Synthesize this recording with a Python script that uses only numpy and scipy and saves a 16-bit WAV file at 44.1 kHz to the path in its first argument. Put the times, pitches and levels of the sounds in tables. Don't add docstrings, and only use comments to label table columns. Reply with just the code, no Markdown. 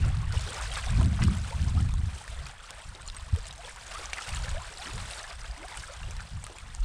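import sys
import numpy as np
from scipy import signal
from scipy.fft import rfft, irfft, next_fast_len
from scipy.io import wavfile
from scipy.ndimage import uniform_filter1d, map_coordinates

SR = 44100
rng = np.random.default_rng(int(sys.argv[2]) if len(sys.argv) > 2 else 0)


def bounce(signal):
    frames = np.transpose(np.atleast_2d(signal))
    limited = np.clip(frames, -1, 1)
    pcm = np.round(limited * 32767).astype(np.int16)
    wavfile.write(sys.argv[1], SR, pcm)


N = 301644


def surf():
    # (crest time [s], rise [s], churn level [dB], spray level over the churn, before its mix [dB])
    shore_waves = [(0.03, 0.28, -46, -6.5), (0.36, 0.063, -46.5, -2.5), (0.569, 0.23, -43.5, -3.5),
                   (0.78, 0.11, -46, -2), (1.23, 0.089, -47.5, -3), (1.55, 0.21, -50, -1),
                   (2.16, 0.17, -52, -1.5), (2.42, 0.2, -51.5, -11.5), (2.85, 0.33, -53.5, -4.5),
                   (3.199, 0.15, -57, -2), (3.37, 0.11, -51, -6), (3.701, 0.15, -50, -2),
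                   (3.99, 0.18, -45.5, -4), (4.29, 0.23, -45.5, -2), (4.579, 0.08, -52, -3),
                   (4.82, 0.075, -48, -2), (5.09, 0.29, -46, -3), (5.78, 0.19, -49.5, -2),
                   (6.14, 0.075, -58, -4), (6.501, 0.11, -56, -2.5), (6.74, 0.08, -59, -2)]
    churn_drain, spray_drain = 15, 23.5
    far_churn_db, far_spray_db = -59.5, -61
    churn, spray = [], []
    for crest, rise, db, over_db in shore_waves:
        churn.append((db, swell(crest - rise, rise, rise, churn_drain)))
        spray.append((db + over_db, swell(crest - rise, rise, rise, spray_drain)))
    return level(far_churn_db, churn), level(far_spray_db, spray)


def wash(churn_db, spray_db):
    # (frequency [Hz], relative density [dB per Hz])
    churn_spectrum = [(120, -18), (250, -12), (400, -6.5), (560, -1.5), (720, -2.5), (1500, 0.5),
                      (2400, -3.5), (3500, -9), (6000, -20), (12000, -84)]
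    # (frequency [Hz], relative density [dB per Hz])
    spray_spectrum = [(1200, -36), (2400, -7), (3500, -2), (5000, -3.5), (6600, -5.5), (10000, -5.5),
                      (16000, -6.5)]
    large = bubbles(rate=480, low_hz=621.4, high_hz=4160, cycles=35, rise=0.22, spread_db=3.5, size=1100)
    small = bubbles(rate=800, low_hz=2240, high_hz=10210, cycles=33, rise=0.1, spread_db=4.5, size=420)
    crackle = bubbles(rate=260, low_hz=2000, high_hz=10000, cycles=5.5, rise=0.11, spread_db=4.0, size=100)

    churn = amp(-3.5) * rush(churn_spectrum)
    churn += amp(-2.5) * unit(colour(large, churn_spectrum))
    spray = amp(-0.5) * rush(spray_spectrum)
    spray += amp(-1) * unit(colour(small, spray_spectrum))
    spray += amp(-8.5) * unit(colour(crackle, spray_spectrum))

    slosh_db = .9 * wobble(22)
    churn *= amp(churn_db + slosh_db + 1.3 * wobble(60))
    spray *= amp(spray_db + slosh_db + 2.03 * wobble(110))
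    return churn + spray


def bubbles(rate, low_hz, high_hz, cycles, rise, spread_db, size):
    when, pitch, life, strength = rng.random((int(rate * N / SR), 4)).T[:, :, None]
    hz = low_hz * (high_hz / low_hz) ** pitch
    t60 = cycles * (.5 + life) / hz
    t = np.arange(size) / SR
    loudness = amp(-spread_db * np.log(1 - .985 * strength))
    onset = 1 - np.exp(-2 * hz * t)
    phase = 2 * np.pi * hz * t * (1 + rise * t / t60 / 2)
    ring = loudness * fade(t, t60) * np.sin(phase) * onset
    ring *= np.sqrt(hz / low_hz)
    places = (when * N).astype(int) + np.arange(size)
    return unit(np.bincount(places.ravel(), ring.ravel(), N)[:N])


def slaps():
    # (time [s], level before trim [dB], centre frequency [Hz])
    stone_slaps = [(0.055, -44.5, 416), (0.475, -42.5, 487), (0.598, -35, 970), (0.768, -33, 1140),
                   (1.012, -37.5, 903), (1.19, -36.5, 1017), (1.219, -33.5, 1980), (2.155, -49.5, 450),
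                   (2.385, -55, 450), (2.949, -49, 470), (3.99, -44, 470), (4.183, -41, 1780),
                   (4.335, -38, 1513), (6.08, -51.5, 420), (6.496, -47, 435), (6.553, -48.5, 690)]
    trim_db = -1.0
    out, t = np.zeros(N), np.arange(SR // 4) / SR
    for s, db, hz in stone_slaps:
        band = signal.butter(2, [hz / 1.6, hz * 1.6], "band", fs=SR, output="sos")
        burst = unit(signal.sosfilt(band, rng.standard_normal(len(t))))
        t60 = 0.13 * np.sqrt(1000 / hz)
        add(out, s, amp(db + trim_db) * burst * fade(t, t60))
    return out


def drops(spray_db):
    # (time [s], ring level before trim [dB], starting pitch [Hz],
    # ring t60 before stretch [s], tick level before trim [dB])
    near_drops = [(0.2297, -35.5, 1075, 0.064, -47.5), (0.324, -35, 5160, 0.015, -42),
                  (0.3732, -31.5, 2850, 0.036, -47), (0.612, -31, 8530, 0.0059, -38.5),
                  (0.7164, -31, 3180, 0.035, -55.5), (0.757, -23.5, 3710, 0.0091, -47),
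                  (1.012, -33, 1000, 0.017, -40), (1.2235, -28.5, 1983, 0.04, -48),
                  (1.2374, -26, 4640, 0.0097, -28.5), (1.2816, -29.5, 1170, 0.019, -47),
                  (1.369, -42, 3370, 0.02, -41.5), (1.939, -38, 1050, 0.037, -39.5),
                  (2.465, -37, 2430, 0.033, -51), (2.7066, -37, 8560, 0.005, -35.5),
                  (2.95, -37, 3747, 0.018, -51), (3.0855, -30.5, 4160, 0.013, -55.5),
                  (3.1, -25, 3670, 0.005, -52), (3.1659, -36.5, 8124, 0.031, -44),
                  (4.0568, -28, 6000, 0.012, -48), (4.1324, -18.5, 2290, 0.011, -35.5),
                  (4.1837, -26.5, 2004, 0.025, -44.5), (4.1892, -29.5, 1370, 0.025, -52.5),
                  (4.291, -25, 2740, 0.0094, -34.5), (4.773, -37.5, 3933, 0.021, -47),
                  (5.241, -35, 1696, 0.052, -57), (5.63, -34.5, 2160, 0.018, -51.5),
                  (5.773, -30, 8760, 0.0041, -36), (5.836, -33, 1604, 0.027, -55),
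                  (6.032, -37.5, 2750, 0.029, -55), (6.1089, -36, 6050, 0.017, -42),
                  (6.2053, -35.5, 1515, 0.034, -51.5), (6.4407, -29, 8380, 0.0059, -38),
                  (6.4663, -37.5, 1210, 0.036, -36.5), (6.749, -28.5, 6700, 0.0048, -44)]
    stray_limits = [(-45.5, 1290, 0.018, -53), (-33, 7000, 0.021, -40)]
    strays_per_s = 7
    ring_trim_db, tick_trim_db, t60_stretch = -1.0, 9.5, 1.13
    out, t = np.zeros(N), np.arange(SR // 14) / SR
    snap = fade(t, .0045)
    scatter = amp(-15) * fade(t, .035)
    for s, ring_db, hz, t60, tick_db in near_drops + strays(strays_per_s, stray_limits, spray_db):
        phase = 2 * np.pi * hz * t * (1 + 1.3 * t)
        lower, higher = rng.uniform([.75, 1.08], [.92, 1.35])
        ring = np.sin(phase) + 0.34 * np.sin(lower * phase) + 0.45 * np.sin(higher * phase)
        ring *= fade(t, t60_stretch * t60) * (1 - np.exp(-4 * hz * t))
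        tick, splash = rng.standard_normal((2, len(t)))
        splash = signal.lfilter([.5], [1, -.5], splash)
        impact = tick * snap + splash * scatter
        add(out, s, amp(ring_db + ring_trim_db) * ring + amp(tick_db + tick_trim_db) * impact)
    return out


def gurgles(churn_db):
    # (time [s], length [s], starting pitch [Hz], level [dB])
    stone_gurgles = [(0.328, 0.043, 435, -47), (0.462, 0.054, 397, -43), (0.529, 0.056, 410, -45),
                     (0.71, 0.032, 642, -41.5), (1.003, 0.033, 593, -42), (1.503, 0.036, 499, -47),
                     (1.518, 0.025, 858, -36), (1.735, 0.049, 624, -46), (1.769, 0.035, 1160, -40),
                     (2.787, 0.052, 800, -49.5), (3.354, 0.043, 398, -46.5), (3.585, 0.035, 628, -44),
                     (3.633, 0.063, 461, -48), (3.932, 0.054, 1022, -41.5), (4.439, 0.055, 472, -46.5),
                     (4.539, 0.055, 534, -40.5), (4.592, 0.038, 874, -43.5), (4.785, 0.055, 679, -43),
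                     (4.853, 0.059, 238, -43.5), (4.933, 0.044, 385, -49), (5.193, 0.072, 556, -45.5),
                     (5.571, 0.089, 261, -50), (5.625, 0.042, 621, -43), (5.891, 0.047, 501.5, -42)]
    stray_limits = [(.03, 371.6, -54), (.06, 1153, -55)]
    strays_per_s, octaves_per_s = 7, 8.28
    steady, rough = 0.74, 0.46
    out = np.zeros(N)
    ripple = steady + rough * (wobble(220) + 1j * wobble(220))
    for s, length, start_hz, db in stone_gurgles + strays(strays_per_s, stray_limits, churn_db):
        u = np.linspace(0, 1, int(length * SR))
        hz = start_hz * 2 ** (octaves_per_s * length * u)
        phase = 2 * np.pi * np.cumsum(hz) / SR
        waver = ripple.take(int(s * SR) + np.arange(len(u)), mode="wrap")
        tone = np.real(np.exp(1j * phase) * waver)
        envelope = np.sqrt(np.abs(np.sin(np.pi * u)))
        add(out, s, amp(db) * envelope * tone)
    return out


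def wind():
    # (time [s], length until the fall begins [s], sway level before wobble [dB],
    # buffeting level before trim and lumps [dB], flutter level before lumps [dB])
    mic_gusts = [(-0.05, 0.11, -27.5, -23.5, -45), (0.087, 0.29, -35, -27, -61.5),
                 (0.419, 0.15, -52, -43, -76.5), (0.582, 0.24, -35.5, -42.5, -80),
                 (0.853, 0.13, -30, -26, -46.5), (0.946, 0.15, -34, -20.5, -34),
                 (1.18, 0.11, -31.5, -21, -30), (1.349, 0.08, -34, -28.5, -59.5),
                 (1.531, 0.3, -34, -26.5, -44), (1.813, 0.27, -34.5, -29.5, -50.5),
                 (2.266, 0.18, -38.5, -43, -69), (2.841, 0.057, -44, -43, -70.5),
                 (2.981, 0.52, -44, -49.5, -66), (3.877, 0.25, -49, -57.5, -83),
                 (4.272, 0.29, -35, -37, -67), (4.885, 0.13, -37.5, -37.5, -52),
                 (5.332, 0.18, -40, -52, -76), (5.74, 0.062, -42, -49.5, -65),
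                 (5.953, 0.26, -41, -41.5, -62), (6.3, 0.07, -39.5, -36, -54.5),
                 (6.598, 0.26, -41, -50, -61)]
    # (frequency [Hz], relative density [dB per Hz])
    sway_spectrum = [(8, -10), (16, -7), (30, 4), (52, 4.5), (68, 0), (90, -30), (160, -37), (400, -89)]
    # (frequency [Hz], relative density [dB per Hz])
    buffet_spectrum = [(40, -25.5), (65, 1), (82, 3), (120, -3.5), (155, -10), (200, -21.5), (270, -34.5),
                       (420, -43), (900, -95)]
    # (frequency [Hz], relative density [dB per Hz])
    flutter_spectrum = [(110, -22.5), (170, 6.5), (210, 1.5), (270, -9.5), (350, -17), (480, -28.5),
                        (1000, -52)]
    attack_s, release_db_per_s = 0.069, 144
    calm_sway_db, calm_buffet_db, calm_flutter_db = -52, -58, -71.5
    buffet_trim_db = -2.0
    shapes = [swell(s, attack_s, length, release_db_per_s) for s, length, *_ in mic_gusts]
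    _, _, sways, buffets, flutters = np.transpose(mic_gusts)
    sway_db = level(calm_sway_db, zip(sways, shapes)) + 3.4 * wobble(24)
    buffet_db = level(calm_buffet_db, zip(buffets, shapes)) + buffet_trim_db
    flutter_db = level(calm_flutter_db, zip(flutters, shapes))
    sway = amp(sway_db) * eddies(sway_spectrum)
    buffet = amp(buffet_db) * eddies(buffet_spectrum)
    flutter = amp(flutter_db) * eddies(flutter_spectrum)
    lumps = amp(2.0 * wobble(35))
    return sway + lumps * (buffet + flutter)


def eddies(points):
    rumble = rush(points)
    return rumble / np.sqrt(np.abs(uniform_filter1d(rumble ** 2, size=3000)) + 1e-6)


def thumps():
    # (time [s], level [dB], pitch [Hz], t60 [s])
    mic_thumps = [(3.326, -7, 81.7, 0.098), (3.333, -27.5, 197, 0.049), (6.789, -15.5, 38.1, .35)]
    out, t = np.zeros(N), np.arange(SR // 4) / SR
    for s, db, hz, t60 in mic_thumps:
        onset = 1 - np.exp(-(1.5 * hz * t) ** 2)
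        add(out, s, -amp(db) * np.sin(2 * np.pi * hz * t) * fade(t, t60) * onset)
    return out


def swell(s, rise_s, hold_s, fall_db_per_s):
    t = np.arange(N) / SR - s
    attack = np.sin(np.pi / 2 * np.clip(t / rise_s, 0, 1))
    return (attack * amp(-fall_db_per_s * np.maximum(t - hold_s, 0))) ** 2


def level(floor_db, swells):
    return 10 * np.log10(amp(floor_db) ** 2 + sum(amp(db) ** 2 * power for db, power in swells))


def strays(rate, limits, activity_db):
    low, high = np.array(limits)
    share = np.cumsum(amp(activity_db))
    rows = []
    for u in rng.random((int(rate * N / SR), 1 + len(low))):
        s = np.searchsorted(share, u[0] * share[-1]) / SR
        rows.append((s, *(low + (high - low) * u[1:])))
    return rows


def rush(points):
    return unit(colour(rng.standard_normal(N), points))


def colour(x, points):
    size = 2 * next_fast_len(N // 2 + SR // 4)
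    hz, db = np.transpose(points)
    gain = amp(np.interp(np.log(np.fft.rfftfreq(size, 1 / SR) + 1), np.log(hz + 1), db))
    cepstrum = irfft(np.log(gain))
    cepstrum[1:size // 2] *= 2
    cepstrum[size // 2 + 1:] = 0
    return irfft(rfft(x, size) * np.exp(rfft(cepstrum)))[:N]


def wobble(rate):
    knots = rng.standard_normal(int(N * rate / SR) + 4)
    return map_coordinates(knots, [np.arange(N) * rate / SR])


def fade(t, t60):
    return np.exp(-np.log(1000) * t / t60)


def amp(db):
    return 10 ** (np.asarray(db) / 20)


def unit(x):
    return x / np.sqrt(np.mean(x ** 2) + 1e-20)


def add(track, s, sound):
    part = track[max(round(s * SR), 0):][:len(sound)]
    part += sound[:len(part)]


def scene():
    churn_db, spray_db = surf()
    water = wash(churn_db, spray_db) + slaps() + drops(spray_db) + gurgles(churn_db)
    return (water + wind() + thumps())[None]


def record(dry):
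    # (frequency [Hz], gain [dB])
    port_response = [(6600, 0.5), (8400, 4.5), (9800, -1.5), (11200, -14), (12500, -17.5), (14500, -20),
                     (15800, -29)]
    top_hz = 15800
    heard = colour(dry[0], port_response)
    return signal.sosfilt(signal.ellip(10, .1, 90, top_hz, fs=SR, output="sos"), heard)[None]


dry = scene()
out = record(dry)
bounce(out)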